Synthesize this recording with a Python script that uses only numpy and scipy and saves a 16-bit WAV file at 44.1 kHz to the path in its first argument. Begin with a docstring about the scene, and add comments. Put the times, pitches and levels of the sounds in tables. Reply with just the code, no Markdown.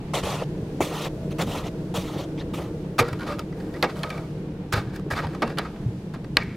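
"""Boots and pails in winter woods

Boots walk away over crusted snow: grains of noise break under each step and their treble narrows.
Two plastic pails are set down; handles and lids rub and knock as noise ringing through wall resonances.
Decaying sines add thuds, clean rings, hard clicks and two snaps of a lid rim.
Far off an idling engine, shaft orders in noise, swells and fades; rustle and hiss lie under it all."""
import sys
import numpy as np
from scipy import signal
from scipy.fft import rfft, irfft, next_fast_len
from scipy.io import wavfile
from scipy.ndimage import uniform_filter1d, map_coordinates

SR = 44100
rng = np.random.default_rng(int(sys.argv[2]) if len(sys.argv) > 2 else 0)


def to_wav(sig):
    """Store sig (one row per channel, or 1-D mono) as 16-bit WAV at the path in sys.argv[1].

    Samples outside -1..1 are clipped; the rate is SR.
    """
    pcm = np.clip(np.atleast_2d(sig), -1, 1) * 32767
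    pcm = np.round(pcm).astype(np.int16)
    wavfile.write(sys.argv[1], SR, pcm.T)  # frames by channels


N = 289296

# Boot load on the crust, heel to sole to toe, one list a step: start_s, level_db, dull_db, edge_db
STEP_LOADS = [
    [(.135, -39, 7, -4), (.141, -27.5, -5, -6), (.18, -34, 7.5, -3), (.2, -37, -2, -4), (.225, -49, -9, -2),
     (.236, -38.5, 8, -0.5), (.27, -35.5, 0.5, -1), (.34, -37, 4, -2.5), (.39, -41.5, -4, -3.5),
     (.422, -36.5, 4.5, -9.5), (.445, -47, 5, -4)],
    [(.804, -35, 12, -15), (.807, -29, 8, -8.5), (.83, -37, 6, -0.5), (.885, -43.5, 1, -0.5),
     (.92, -41, 4, -4.5), (.935, -35.5, -2, -5), (.985, -40, -9, -1), (1.005, -40.5, 4, -2),
     (1.025, -38.5, 3, 2), (1.06, -36.5, -3, -3.5), (1.087, -46, 2, -2)],
    [(1.384, -47, -4, 1), (1.394, -29.5, 0, -9.5), (1.425, -29.5, -5, -5), (1.445, -46.5, 2, -3),
     (1.464, -52, 0, -2), (1.47, -48, 7, 3), (1.52, -41, 3, -0.5), (1.575, -38.5, 5.5, -1.5),
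     (1.625, -46, -5, -6.5), (1.67, -40, 10.5, -5), (1.695, -51, 12, -1)],
    [(1.94, -45, 8, 0), (1.947, -36.5, 2, -2), (1.975, -37, 9, 1.5), (2.003, -46, -3, 2),
     (2.08, -46, -4, -2), (2.165, -46, 7, -3.5), (2.205, -44, 3, 2), (2.245, -47, 0, -3.5),
     (2.26, -55, 16, 0)],
    [(2.534, -54, 0, -1), (2.54, -35.5, -8, -7.5), (2.562, -49.5, -10, 1.5), (2.59, -42, 4.5, -6.5),
     (2.688, -49.5, -2, -10), (2.705, -64, 5, -8)],
]
# Icy part of each step over its edge part: icy_db
STEP_ICY_DB = [1.3, 0.28, -1.6, -2.3, -2]
# Swinging boot grazes the crust: start_s, length_s, level_db, dull_db, icy_db
GRAZES = [(1.306, 0.029, -49.5, 6, -3), (2.375, 0.057, -47.5, -4, -14)]
# Snow noise spectrum: freq_hz, density_db_per_hz
SNOW_SPECTRUM = [(240, -21), (400, 1.5), (453, 7.5), (949, -3.5), (1130, -6), (1350, -8.5), (1560, -20.5),
                 (1840, -14.5), (2250, -18), (3470, -19.5), (4950, -26), (6050, -21), (13100, -21.5),
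                 (16000, -20)]
# Left-right likeness of near snow: freq_hz, likeness
NEAR_LIKENESS = [(300, 1), (1400, 0.98), (3000, 1), (7000, 0.65), (15000, 0.81)]
# Pail rubs, one stroke a row: start_s, level_db, rise_s, hold_s, t60_s, dull_db, icy_db, ring_hz
SCUFFS = [(2.981, -18.5, 0.013, 0.0034, 0.072, -12, -12, 1330),
          (3.032, -43.5, 0.0076, 0.038, 0.62, -3, -17, 1350),
          (3.197, -43.5, 0.02, 0.0036, 0.42, 2, -16, 1350),
          (3.261, -39, 0.016, 0.048, 0.18, 3, -15.5, 1330),
          (3.385, -50, 0.016, 0.017, 0.091, -4, -17, 1350), (3.551, -57, 0.033, 0.033, 1.2, 11, -6, 1750),
          (3.736, -61, .06, 0.026, 0.34, 15, -2, 1700), (3.864, -44, 0.029, 0.018, 0.15, -7, -19, 1300),
          (3.956, -47, 0.013, 0.0024, 0.74, 3, -8, 1270), (4.047, -44, 0.021, 0.0056, 0.13, -9, -25, 1300),
          (4.101, -47.5, 0.026, 0.042, 0.43, 6, -16, 1320),
          (4.742, -31.5, 0.015, 0.021, 0.18, 1, -16.5, 1400),
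          (4.825, -55, 0.025, 0.094, 0.53, 5, -24, 1450), (4.927, -49, 0.02, 0.022, 0.11, -9, -10, 1530),
          (5.102, -35, 0.0048, 0.021, 0.13, 1.5, -10.5, 1600),
          (5.147, -34, 0.024, 0.022, 0.15, -1, -17.5, 1280),
          (5.215, -39.5, 0.02, 0.017, 0.077, 7, -22, 980), (5.267, -51, 0.026, .06, 0.24, 2.5, -15, 1430),
          (5.385, -53, 0.041, .004, 0.12, -9, -13, 1450), (5.442, -47, 0.0049, 0.076, 0.13, 7.5, -17, 1600),
          (5.608, -46, 0.0042, 0.026, 0.41, -1, -19, 1340),
          (5.72, -61, 0.017, 0.0028, 1.02, -10, -29, 1268),
          (6.377, -34, 0.0039, 0.0075, 0.091, -1, -27, 3020),
          (6.398, -37.5, 0.0045, 0.019, 0.14, -12, -30, 1970),
          (6.441, -48.5, 0.015, 0.038, 0.28, -24, -32, 2050),
          (6.495, -52.5, 0.012, 0.047, .08, -23, -32, 2380)]
# Pail, handle and lid contacts: start_s, level_db, dull_db, bright_db, ring_hz, hold_s, nominal_t60_s
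KNOCKS = [(2.989, -23.5, 3, -5.5, 2230, 0.011, 0.13), (3.023, -33, 3, -9, 1260, 0.0045, 0.076),
          (3.047, -40, -5, -14, 1330, .004, 0.056), (3.081, -42.5, 10.5, -4, 1400, 0.0093, 0.044),
          (3.128, -38.5, 1, -5.5, 1090, 0.0044, 0.08), (3.194, -43, 6, -6, 1420, 0.0031, .04),
          (3.208, -39, -14, -13, 1440, 0.0027, .04), (3.228, -38, -19, -18, 1160, 0.004, .032),
          (3.273, -40, -7, -7, 1210, .004, 0.057), (3.386, -42, 6, -6, 1208, .002, .02),
          (3.392, -36, 0, -2.5, 1220, 0.003, 0.071), (3.524, -50, -17, -12, 1280, 0.0049, 0.065),
          (3.6, -47.5, -6, -7, 750, 0.0049, 0.046), (3.738, -43.5, -5.5, -7, 1930, 0.0044, 0.16),
          (3.76, -46, -8, -9, 1210, 0.011, 0.1), (3.826, -21.5, 0, -9.5, 2330, 0.0046, 0.045),
          (3.829, -24.5, 2.5, -10, 1350, 0.014, 0.14), (3.894, -40.5, -4, -10, 1150, 0.011, 0.051),
          (3.96, -49, 3, -11, 1000, .004, 0.037), (4.0317, -28.5, -8, -9.5, 1370, 0.0065, 0.03),
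          (4.039, -40, 6.5, -10, 1320, 0.0068, 0.14), (4.093, -46, 0, -2, 3180, .002, 0.023),
          (4.1013, -35, -9, -7, 1310, 0.0039, 0.1), (4.175, -47.5, 4, -5.5, 2370, 0.0086, 0.059),
          (4.723, -26.5, -3.5, -5, 1650, 0.019, 0.062), (4.959, -46, -20, -2, 1610, 0.005, 0.05),
          (4.995, -49, 4, -4.5, 1130, 0.0026, 0.018), (5.08, -65, 8, -18, 750, 0.0033, 0.049),
          (5.1105, -29.5, -4, -11, 1540, 0.0022, 0.036), (5.114, -32, -1, -13, 1500, .003, 0.06),
          (5.133, -31.5, -1.5, -18, 2300, 0.0044, 0.044), (5.1753, -30, -8, -9, 1230, .003, 0.033),
          (5.187, -29, -9, -14, 1510, 0.0022, 0.048), (5.195, -33, -4, -19, 1700, 0.0018, 0.036),
          (5.245, -41, 6, -16, 2300, 0.0039, .03), (5.164, -36, -7, -12, 1280, 0.0033, 0.044),
          (5.201, -33, -2, -23, 1280, 0.0033, 0.034), (5.268, -40.5, 3, -8, 4300, 0.0038, 0.066),
          (5.329, -54, 3, -18, 1020, .003, .04), (5.347, -42, 4, -7, 1260, 0.0042, 0.091),
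          (5.42, -23, 2, -11, 1120, 0.0054, 0.13), (5.476, -37, -4, -8.5, 1210, 0.0038, 0.04),
          (5.495, -41, -6, -10, 1210, .0086, 0.082), (5.504, -44, -5, -20, 1580, .006, .08),
          (5.571, -35, -2, -13, 3820, 0.01, 0.052), (5.5842, -24.5, -3.5, -6.5, 1380, 0.0022, 0.12),
          (5.648, -39.5, -9, -14.5, 1290, 0.012, 0.15), (5.76, -48.5, 5, -15, 896, 0.0033, 0.036),
          (5.815, -57, 11, -12, 907, .004, .05), (5.827, -60, 6, -14, 1580, .008, .06),
          (6.136, -45, 2.5, -7, 1280, 0.013, 0.14), (6.244, -44.5, -7, -8.5, 900, 0.0031, 0.048),
          (6.3689, -13, -12.5, -8, 2940, 0.0013, 0.04), (6.43, -47, -12, -6, 2250, 0.0074, 0.13)]
# Pail wall resonances: freq_hz, width_hz, level_db
PAIL_MODES = [(263, 220, -4.5), (525, 100, 5.5), (794, 180, -1), (933, 33, 9), (1220, 140, 5),
              (1665, 135, 7.5), (1906, 76, 5.5), (2236, 97, 8), (2377, 280, -1.5), (2724, 38, 3.5),
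              (3460, 72, -14), (3674, 19, 7), (3960, 56, -7), (4840, 330, 2), (5230, 320, -8)]
# Left-right likeness of the pails: freq_hz, likeness
PAIL_LIKENESS = [(300, 1), (700, 0.98), (1300, .96), (2400, 0.98), (4400, 0.82), (8000, 0.88),
                 (15000, 0.68)]
# Weight landing on the snow: start_s, level_db, pitch_hz
THUDS = [(0.233, -16, 83), (0.806, 2, 690), (.806, -1, 360), (0.808, -18, 88.5), (0.82, -7, 520),
         (1.278, -13, 454), (1.979, -8.5, 145), (3.002, -5.5, 117), (3.126, -13, 104), (4.735, -6.5, 106.6),
         (4.773, -8.5, 101), (4.873, -12.5, 132), (5.065, -13, 400), (5.126, -12, 98), (5.246, -13.5, 90),
         (5.861, -3.5, 124), (5.885, -11.5, 108)]
# Single pail tones left ringing by a blow: start_s, level_db, pitch_hz, t60_s
RINGS = [(3.01, -13.5, 474, 0.15), (3.052, -33, 1340, .06), (3.081, -29, 1390, .05),
         (3.134, -37, 1060, 0.045), (3.197, -35, 1440, .05), (3.208, -32, 1430, .05),
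         (3.226, -31, 1430, .06), (3.288, -29, 1230, 0.23), (3.395, -30, 1240, 0.046),
         (3.8262, -21, 12500, 0.0072), (3.3, -28.5, 583, 0.31), (3.527, -41, 1980, 0.045),
         (3.75, -40, 1990, 0.1), (3.835, -15, 732, 0.056), (4.036, -31.5, 1268, 0.32),
         (3.868, -31, 2240, .04), (4.126, -43, 3500, .04), (4.127, -36, 2300, .04),
         (4.147, -38, 2260, 0.053), (4.1043, -24.5, 2320, .03), (4.18, -35, 2300, 0.041),
         (5.433, -21, 231, 0.21), (4.735, -19, 1180, 0.041), (5.12, -36, 1770, 0.1), (5.17, -28, 1270, .1),
         (5.424, -24, 2220, 0.042), (5.445, -45, 2710, 0.3), (5.587, -34, 3980, 0.077),
         (5.651, -32, 1282, 0.094), (6.424, -25, 2250, 0.038), (6.4, -31, 1900, .03),
         (6.412, -38, 1740, .03), (3.332, -40, 2670, 0.057)]
# Lid rim springs: start_s, level_db
SNAPS = [(3.8269, -10), (6.37, 2)]
# Lid tones in each snap: pitch_hz, relative_db, t60_s
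LID_MODES = [(313, 0, 0.0088), (520, -12, 0.019), (1157, -11.5, 0.023), (1617, -17, 0.04),
             (2260, -12, 0.028), (2940, -7, 0.0058), (3600, -6.5, 0.0043), (4110, 4, 0.0044),
             (4480, -11, 0.011)]
# Hard edge touches first: start_s, level_db
CLICKS = [(3.1895, -40), (3.207, -35), (3.2325, -36), (3.267, -39), (3.393, -37), (3.8262, -19),
          (3.9575, -38), (3.9925, -36), (4.0329, -19), (4.103, -28), (5.269, -35), (5.4224, -24.5),
          (5.4715, -36), (5.574, -32), (5.5856, -18.5), (6.3697, -11)]
# Edge tones in each click, before scatter: pitch_hz, relative_db, t60_s
EDGE_MODES = [(3070, -1.5, 0.012), (4400, -3.5, 0.013), (6300, -20, 0.0069), (8400, -29, 0.0037),
              (10400, -9.5, .005)]
# Engine noise levels: time_s, rumble_db, drone_db
ENGINE_LEVELS = [(0.0, -34.5, -44.5), (0.47, -35.5, -35.5), (1.33, -35, -37.5), (2.26, -33, -34.5),
                 (3.36, -34, -38), (4.29, -36.5, -40), (5.19, -35.5, -38), (6.56, -34.5, -45.5)]
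# Shaft orders, before flutter and fade: multiple, rms_db
SHAFT_ORDERS = [(2, -57.5), (9, -40.5), (11, -43.5), (18, -52.5), (27, -57)]
# Low engine noise spectrum: freq_hz, density_db_per_hz
RUMBLE_SPECTRUM = [(12, -42), (20, -9), (108, -2.5), (124, -0.5), (155, 0.5), (174, 1.5), (231, -5),
                   (253, -7.5), (300, -28), (390, -9), (660, -120)]
# Upper engine noise spectrum: freq_hz, density_db_per_hz
DRONE_SPECTRUM = [(140, -34), (230, -14.5), (305, 6.5), (392, -4.5), (455, 0.5), (560, -10), (638, -38),
                  (782, -36), (1500, -26), (1950, -37), (3300, -120)]
# Narrow top band of the engine: freq_hz, density_db_per_hz
WHINE_SPECTRUM = [(480, -40), (570, -3), (650, 1), (720, -24), (850, -42)]
# Level of that band: time_s, level_db
WHINE_LEVELS = [(0, -58), (.22, -58), (1.2, -46.5), (1.7, -48.5), (2.4, -51.5), (3.2, -48.5), (3.6, -59),
                (4.04, -45), (4.5, -63), (5.39, -61), (6.56, -63)]
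# Air noise spectrum: freq_hz, density_db_per_hz
AIR_SPECTRUM = [(350, -5.5), (600, -7.5), (748, -7), (906, -9), (1310, -18), (1610, -17.5), (2910, -21),
                (6640, -33.5), (16000, -43.5)]
# Air levels: time_s, rustle_db, hiss_db
AIR_LEVELS = [(0.0, -44, -62), (0.38, -46, -58), (3.73, -47, -61.5), (3.96, -45, -58), (4.49, -47, -62.5),
              (5.43, -46.5, -62.5), (5.94, -47, -62), (6.56, -49.5, -62.5)]
# Left-right likeness of far sounds: freq_hz, likeness
FAR_LIKENESS = [(60, 1.0), (130, 1.0), (290, 0.995), (640, 0.94), (1410, 0.33), (3100, 0.024),
                (6820, 0.088), (15000, 0.13)]

PART_BORDERS_HZ = [850, 2470, 5270]  # between dull, body, edge and icy parts

# Likeness of the steps at 7 and 15 kHz: far value, loss at time 0, time constant of leaving
FAR_7K, FAR_15K, LOSS_7K, LOSS_15K, LEAVE_S = 0.92, 0.68, 0.64, 1.9, 0.84
ICY_SAG_DB_PER_S = 19  # within a step
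CRUST_BREAKS_PER_S, PAIL_SLIPS_PER_S, BREAK_DECAY_S = 400, 520, 0.00033
TREBLE_KNOTS_PER_S, TREBLE_WOBBLE_DB = 110, 1.3  # clumps of crust give way together
GRAZE_HZ, GRAZE_WIDTH_HZ, GRAZE_PEAK_DB, GRAZE_EDGE_DB = 3100, 1200, 7, 2

SCUFF_EDGE_DB, SCUFF_FAVOUR_DB = -7.5, 8
TOUCH_RING_DB, TOUCH_WIDTH_HZ = -3, 55  # tone of the spot touched
RISE_PER_HOLD, LONGEST_RISE_S = 0.073, 0.0009
KNOCK_ICY_DB, ICY_DB_PER_BRIGHT_DB, ICY_HOLD_SHARE = 2, 2.2, 0.76
KNOCK_LEFT_OVER_RIGHT_DB = -0.9

THUD_T60_CYCLES = 7.14
LEFT_LAG_S = 0.000018  # pails stand a little nearer the right side
RING_FLUTTER_DB = 2.5  # above 1500 Hz

SHAFT_HZ = 16.74  # mean speed
BAND_LIMIT_HZ = 15800


def boots():
    """Crust breaks under each step's load; the treble narrows as the walker leaves."""
    out = 0
    for rows, icy_over_edge_db in zip(STEP_LOADS, STEP_ICY_DB):
        times, *columns = np.transpose(rows)
        start_s = times[0]
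        t = clock(start_s, times[-1] - start_s)
        level_db, dull_db, edge_db = [np.interp(start_s + t, times, c) for c in columns]
        edge_db = edge_db + TREBLE_WOBBLE_DB * wobble(TREBLE_KNOTS_PER_S, len(t))
        icy_db = edge_db + icy_over_edge_db - ICY_SAG_DB_PER_S * t
        gain = amp(level_db + 0.37 * wobble(45.6, len(t)))
        cracks = breaks(len(t), CRUST_BREAKS_PER_S, depth=0.097)
        out = out + crunch(start_s, gain, snow, step_likeness(start_s), dull_db, edge_db, icy_db,
                           cracks, patch_db=2.5)
    for start_s, length_s, level_db, dull_db, icy_db in GRAZES:
        size = len(clock(start_s, length_s))
        gain = amp(level_db) * np.sqrt(np.hanning(size) + 0.17)
        cracks = breaks(size, CRUST_BREAKS_PER_S, depth=0.3)
        out = out + crunch(start_s, gain, grazed_snow, step_likeness(start_s), dull_db, GRAZE_EDGE_DB,
                           icy_db, cracks, patch_db=5)
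    return out


def snow(hz):
    """Amplitude spectrum of breaking crust."""
    return amp(along(SNOW_SPECTRUM, hz))


def grazed_snow(hz):
    """Snow spectrum lifted by the broad tone of a graze."""
    return snow(hz) * amp(GRAZE_PEAK_DB * np.exp(-((hz - GRAZE_HZ) / GRAZE_WIDTH_HZ) ** 2))


def step_likeness(start_s):
    """Left-right likeness of a step; its treble grows alike with distance."""
    near = np.exp(-start_s / LEAVE_S)
    return NEAR_LIKENESS[:3] + [(7000, FAR_7K - LOSS_7K * near), (15000, FAR_15K - LOSS_15K * near)]


def scuffs():
    """Rubbing slips in uneven jerks that ring the pail wall."""
    out = 0
    for start_s, level_db, rise_s, hold_s, t60_s, dull_db, icy_db, ring_hz in SCUFFS:
        t = clock(start_s, rise_s + hold_s + t60_s / 2)
        gain = amp(level_db) * swell(t, rise_s, hold_s, t60_s)
        slips = breaks(len(t), PAIL_SLIPS_PER_S, depth=0.41)
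        out = out + crunch(start_s, gain, lambda hz: pail(hz, ring_hz, SCUFF_FAVOUR_DB), PAIL_LIKENESS,
                           dull_db, SCUFF_EDGE_DB, icy_db, slips, patch_db=0.0)
    return out


def knocks():
    """Each contact is a rattle burst that swells, holds and dies in the pail; the treble dies first."""
    t60_shares = [1.16, 0.41, 0.38, 0.19]  # dull, body, edge, icy
    hold_shares = [1, 1, 1, ICY_HOLD_SHARE]
    t, out = np.arange(SR // 6) / SR, np.zeros((2, N + SR))
    pan = sides(KNOCK_LEFT_OVER_RIGHT_DB)[:, None]
    for start_s, level_db, dull_db, bright_db, ring_hz, hold_s, t60_s in KNOCKS:
        rise_s = min(RISE_PER_HOLD * hold_s, LONGEST_RISE_S)
        # drive and damping each carry half of the decay
        drive = np.clip(t / rise_s, 0, 1) * amp(-30 * np.clip(t - rise_s - hold_s, 0, None) / t60_s)
        ring = pair(lambda hz: pail(hz, ring_hz, favour_db=6.0, scatter_db=1.6), PAIL_LIKENESS,
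                    grain_db=2.5, envelope=drive)
        levels_db = [dull_db, 0, bright_db, KNOCK_ICY_DB + ICY_DB_PER_BRIGHT_DB * bright_db]
        bands = parts(ring, PART_BORDERS_HZ)
        for band, band_db, t60_share, hold_share in zip(bands, levels_db, t60_shares, hold_shares):
            after_s = np.clip(t - rise_s - hold_share * hold_s, 0, None)
            damping = amp(-30 * after_s / (t60_s * t60_share))
            burst_rms = np.sqrt(np.mean((drive * damping) ** 2))
            band = unit(band * damping) * burst_rms
            out[:, round(start_s * SR):][:, :len(t)] += pan * amp(level_db + band_db) * band
    return out[:, :N]


def struck_tones():
    """Thuds, rings, snaps and clicks: decaying sines; the lower the tone, the slower its start."""
    t, out = np.arange(SR // 2) / SR, np.zeros((2, N + SR))
    lag_s = np.array([[LEFT_LAG_S], [0]])
    tones = [(start_s, db, hz, THUD_T60_CYCLES / hz) for start_s, db, hz in THUDS]
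    tones += list(RINGS)
    tones += [(start_s, db + mode_db, hz, t60_s) for start_s, db in SNAPS for hz, mode_db, t60_s in LID_MODES]
    for start_s, db in CLICKS:
        for hz, mode_db, t60_s in EDGE_MODES:
            tones.append((start_s, db + mode_db + rng.normal(0, 1.5), hz * rng.normal(1, .03), t60_s))
    for start_s, db, hz, t60_s in tones:
        flutter_db = (hz > 1500) * RING_FLUTTER_DB * np.clip(t / .01, 0, 1) * wobble(200, len(t))
        onset = 1 - np.exp(-t * hz / 0.85)
        gain = amp(db - 60 * t / t60_s + flutter_db) * onset
        out[:, round(start_s * SR):][:, :len(t)] -= gain * np.sin(2 * np.pi * hz * (t - lag_s))
    return out[:, :N]


def engine():
    """Unsteady shaft orders in low noise; upper orders follow the drone as it swells and fades."""
    rumble_db, drone_db = curves(ENGINE_LEVELS)
    turns = np.cumsum(SHAFT_HZ * (1 + 0.00848 * wobble(6))) / SR
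    fade_db = drone_db - np.mean(drone_db)
    orders = 0
    for k, rms_db in SHAFT_ORDERS:
        gain = amp(rms_db + 4.5 * np.tanh(wobble(15)) + (k > 12) * fade_db) * np.sqrt(2)
        orders = orders + gain * np.sin(2 * np.pi * (k * turns + .13 * wobble(9)))
    rumble = amp(rumble_db + 1.5 * wobble(4.075)) * far_noise(RUMBLE_SPECTRUM)
    drone = amp(drone_db + 1.2 * wobble(3.82)) * far_noise(DRONE_SPECTRUM)
    whine = amp(curves(WHINE_LEVELS)[0] + 1.6 * wobble(8.5)) * far_noise(WHINE_SPECTRUM)
    return orders + rumble + drone + whine


def air():
    """Faint rustle of clothes and woods under a smooth hiss, nearly unrelated between the sides."""
    rustle_db, hiss_db = curves(AIR_LEVELS)
    rustle, hiss = parts(far_noise(AIR_SPECTRUM), [4000])
    return amp(rustle_db + 0.65 * wobble(22)) * rustle + amp(hiss_db + 1.0 * wobble(5.32)) * hiss


def woods(x, t60_s, wet_db):
    """Trunks scatter a short dull tail."""
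    t = np.arange(SR // 3) / SR
    decay = amp(-60 * t / t60_s) * (t > .006)
    tail = unit(rng.standard_normal((2, len(t))) * decay) / np.sqrt(len(t))
    wet = signal.fftconvolve(x.mean(0)[None], tail, axes=1)[:, :N]
    return x + amp(wet_db) * filtered(wet, lambda hz: 1 / (1 + 1j * hz / 4000))


def crunch(start_s, gain, spectrum, likeness, dull_db, edge_db, icy_db, cracks, patch_db):
    """Dense breaking grains in shifting colour, summed from dull, body, edge and icy parts."""
    t = np.arange(len(gain)) / SR
    grains = patchy(pair(spectrum, likeness, envelope=cracks), patch_db)
    dull, body, edge, icy = parts(grains, PART_BORDERS_HZ)
    ends = np.clip(np.minimum(t / 0.00044, (t[-1] - t) / 0.005), 0, 1)
    mix = amp(dull_db) * dull + body + amp(edge_db) * edge + amp(icy_db) * icy
    out = np.zeros((2, N))
    out[:, round(start_s * SR):][:, :len(t)] = ends * gain * mix
    return out


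def pail(hz, ring_hz=1200, favour_db=0, scatter_db=0):
    """Plastic wall resonances over a broad rasp; modes near ring_hz are favoured, the spot rings there."""
    mode_hz, width_hz, db = np.transpose(PAIL_MODES)[..., None]
    db = db + favour_db * np.exp(-(np.log(mode_hz / ring_hz) / .17) ** 2)
    db = db + scatter_db * rng.standard_normal(mode_hz.shape)
    sign = (-1) ** np.arange(len(mode_hz))[:, None]
    modes = sign * amp(db) * resonance(hz, mode_hz, width_hz)
    touched = amp(TOUCH_RING_DB) * resonance(hz, ring_hz, TOUCH_WIDTH_HZ)
    rasp = amp(-4.0) * hz / (hz + 400) / (1 + 1j * hz / 9000)
    return modes.sum(axis=0) + touched + rasp


def resonance(hz, center_hz, width_hz):
    """Complex response of one damped mode, peak 1."""
    return 1j * hz * width_hz / (center_hz ** 2 - hz * hz + 1j * hz * width_hz)


def breaks(size, rate_per_s, depth):
    """Gain that jumps at random moments and dies at once: single cracks above the dense grain."""
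    jumps = (rng.random(size) < rate_per_s / SR) * rng.exponential(size=size)
    return 1 + depth * signal.lfilter([1], [1, -np.exp(-1 / (BREAK_DECAY_S * SR))], jumps)


def patchy(x, depth_db):
    """Random gain in small patches of time and frequency: the colour keeps shifting."""
    z = signal.stft(x, nperseg=256)[2]
    field = uniform_filter1d(rng.standard_normal(z.shape[1:]), size=3, axis=0)
    field = uniform_filter1d(field, size=5, axis=1)
    return signal.istft(z * amp(depth_db * unit(field)), nperseg=256)[1][:, :x.shape[1]]


def swell(t, rise_s, hold_s, t60_s):
    """Gain that swells from t = 0, holds and dies."""
    return np.clip(t / rise_s, 0, 1) ** 0.65 * amp(-60 * np.clip(t - rise_s - hold_s, 0, None) / t60_s)


def far_noise(spectrum):
    """Stereo noise of rms 1 with a far sound's likeness."""
    return pair(lambda hz: amp(along(spectrum, hz)), FAR_LIKENESS)


def pair(spectrum, likeness, grain_db=0, envelope=np.ones(N)):
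    """Stereo noise of rms 1; both sides share grains of log-normal size."""
    size = len(envelope)
    grains = envelope * amp(grain_db * wobble(882, size)) * rng.standard_normal((2, size))

    def mid_side(hz):
        """Mid and side responses that give the wanted likeness."""
        angle = np.arccos(np.clip(along(likeness, hz), -1, .9998)) / 2
        return spectrum(hz) * np.array([np.cos(angle), np.sin(angle)])

    mid, side = filtered(grains, mid_side)
    return unit(np.array([mid + side, mid - side]))


def parts(x, borders_hz):
    """x split at the border frequencies, each part of rms 1."""
    below = [lambda hz: 0] + [lambda hz, c=c: 1 / (1 + (hz / c) ** 6) for c in borders_hz] + [lambda hz: 1]
    return [unit(filtered(x, lambda hz: hi(hz) - lo(hz))) for lo, hi in zip(below, below[1:])]


def filtered(x, response):
    """x times a complex response of frequency."""
    size = x.shape[-1]
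    m = next_fast_len(size + 8192)
    return irfft(rfft(x, m) * response(np.fft.rfftfreq(m, 1 / SR)), m)[..., :size]


def wobble(knots_per_s, size=N):
    """Smooth random curve through normal knots."""
    knots = rng.standard_normal(int(size * knots_per_s / SR) + 4)
    return map_coordinates(knots, [np.arange(size) * knots_per_s / SR])


def curves(rows):
    """One value per sample for each column after the time."""
    times, *columns = np.transpose(rows)
    return np.array([np.interp(np.arange(N) / SR, times, c) for c in columns])


def along(points, hz):
    """Values of (freq_hz, value) points on a log axis."""
    f, v = np.transpose(points)
    return np.interp(np.log(hz + 1), np.log(f + 1), v)


def clock(start_s, length_s):
    """Seconds since start_s, for length_s or to the end of the scene."""
    return np.arange(min(round(length_s * SR), N - round(start_s * SR))) / SR


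def sides(left_over_right_db):
    """Left and right gains."""
    return amp(np.array([left_over_right_db / 2, -left_over_right_db / 2]))


def amp(db):
    """Decibels to gain."""
    return 10 ** (np.asarray(db) / 20)


def unit(x):
    """x scaled to rms 1."""
    return x / np.sqrt(np.mean(x ** 2) + 1e-20)


def scene():
    """Near noises with the woods' tail, dry struck tones, far background."""
    near = woods(boots() + scuffs() + knocks(), t60_s=0.088, wet_db=-27.0)
    return near + struck_tones() + engine() + air()


def record(dry):
    """Loudest peaks squeezed, the very top drooping, nothing kept above the band limit."""
    squeezed = dry / (1 + np.abs(dry / .93) ** 8) ** (1 / 8)
    return filtered(squeezed, lambda hz: (hz < BAND_LIMIT_HZ) / np.sqrt(1 + (hz / 14500) ** 14))


dry = scene()
out = record(dry)
to_wav(out)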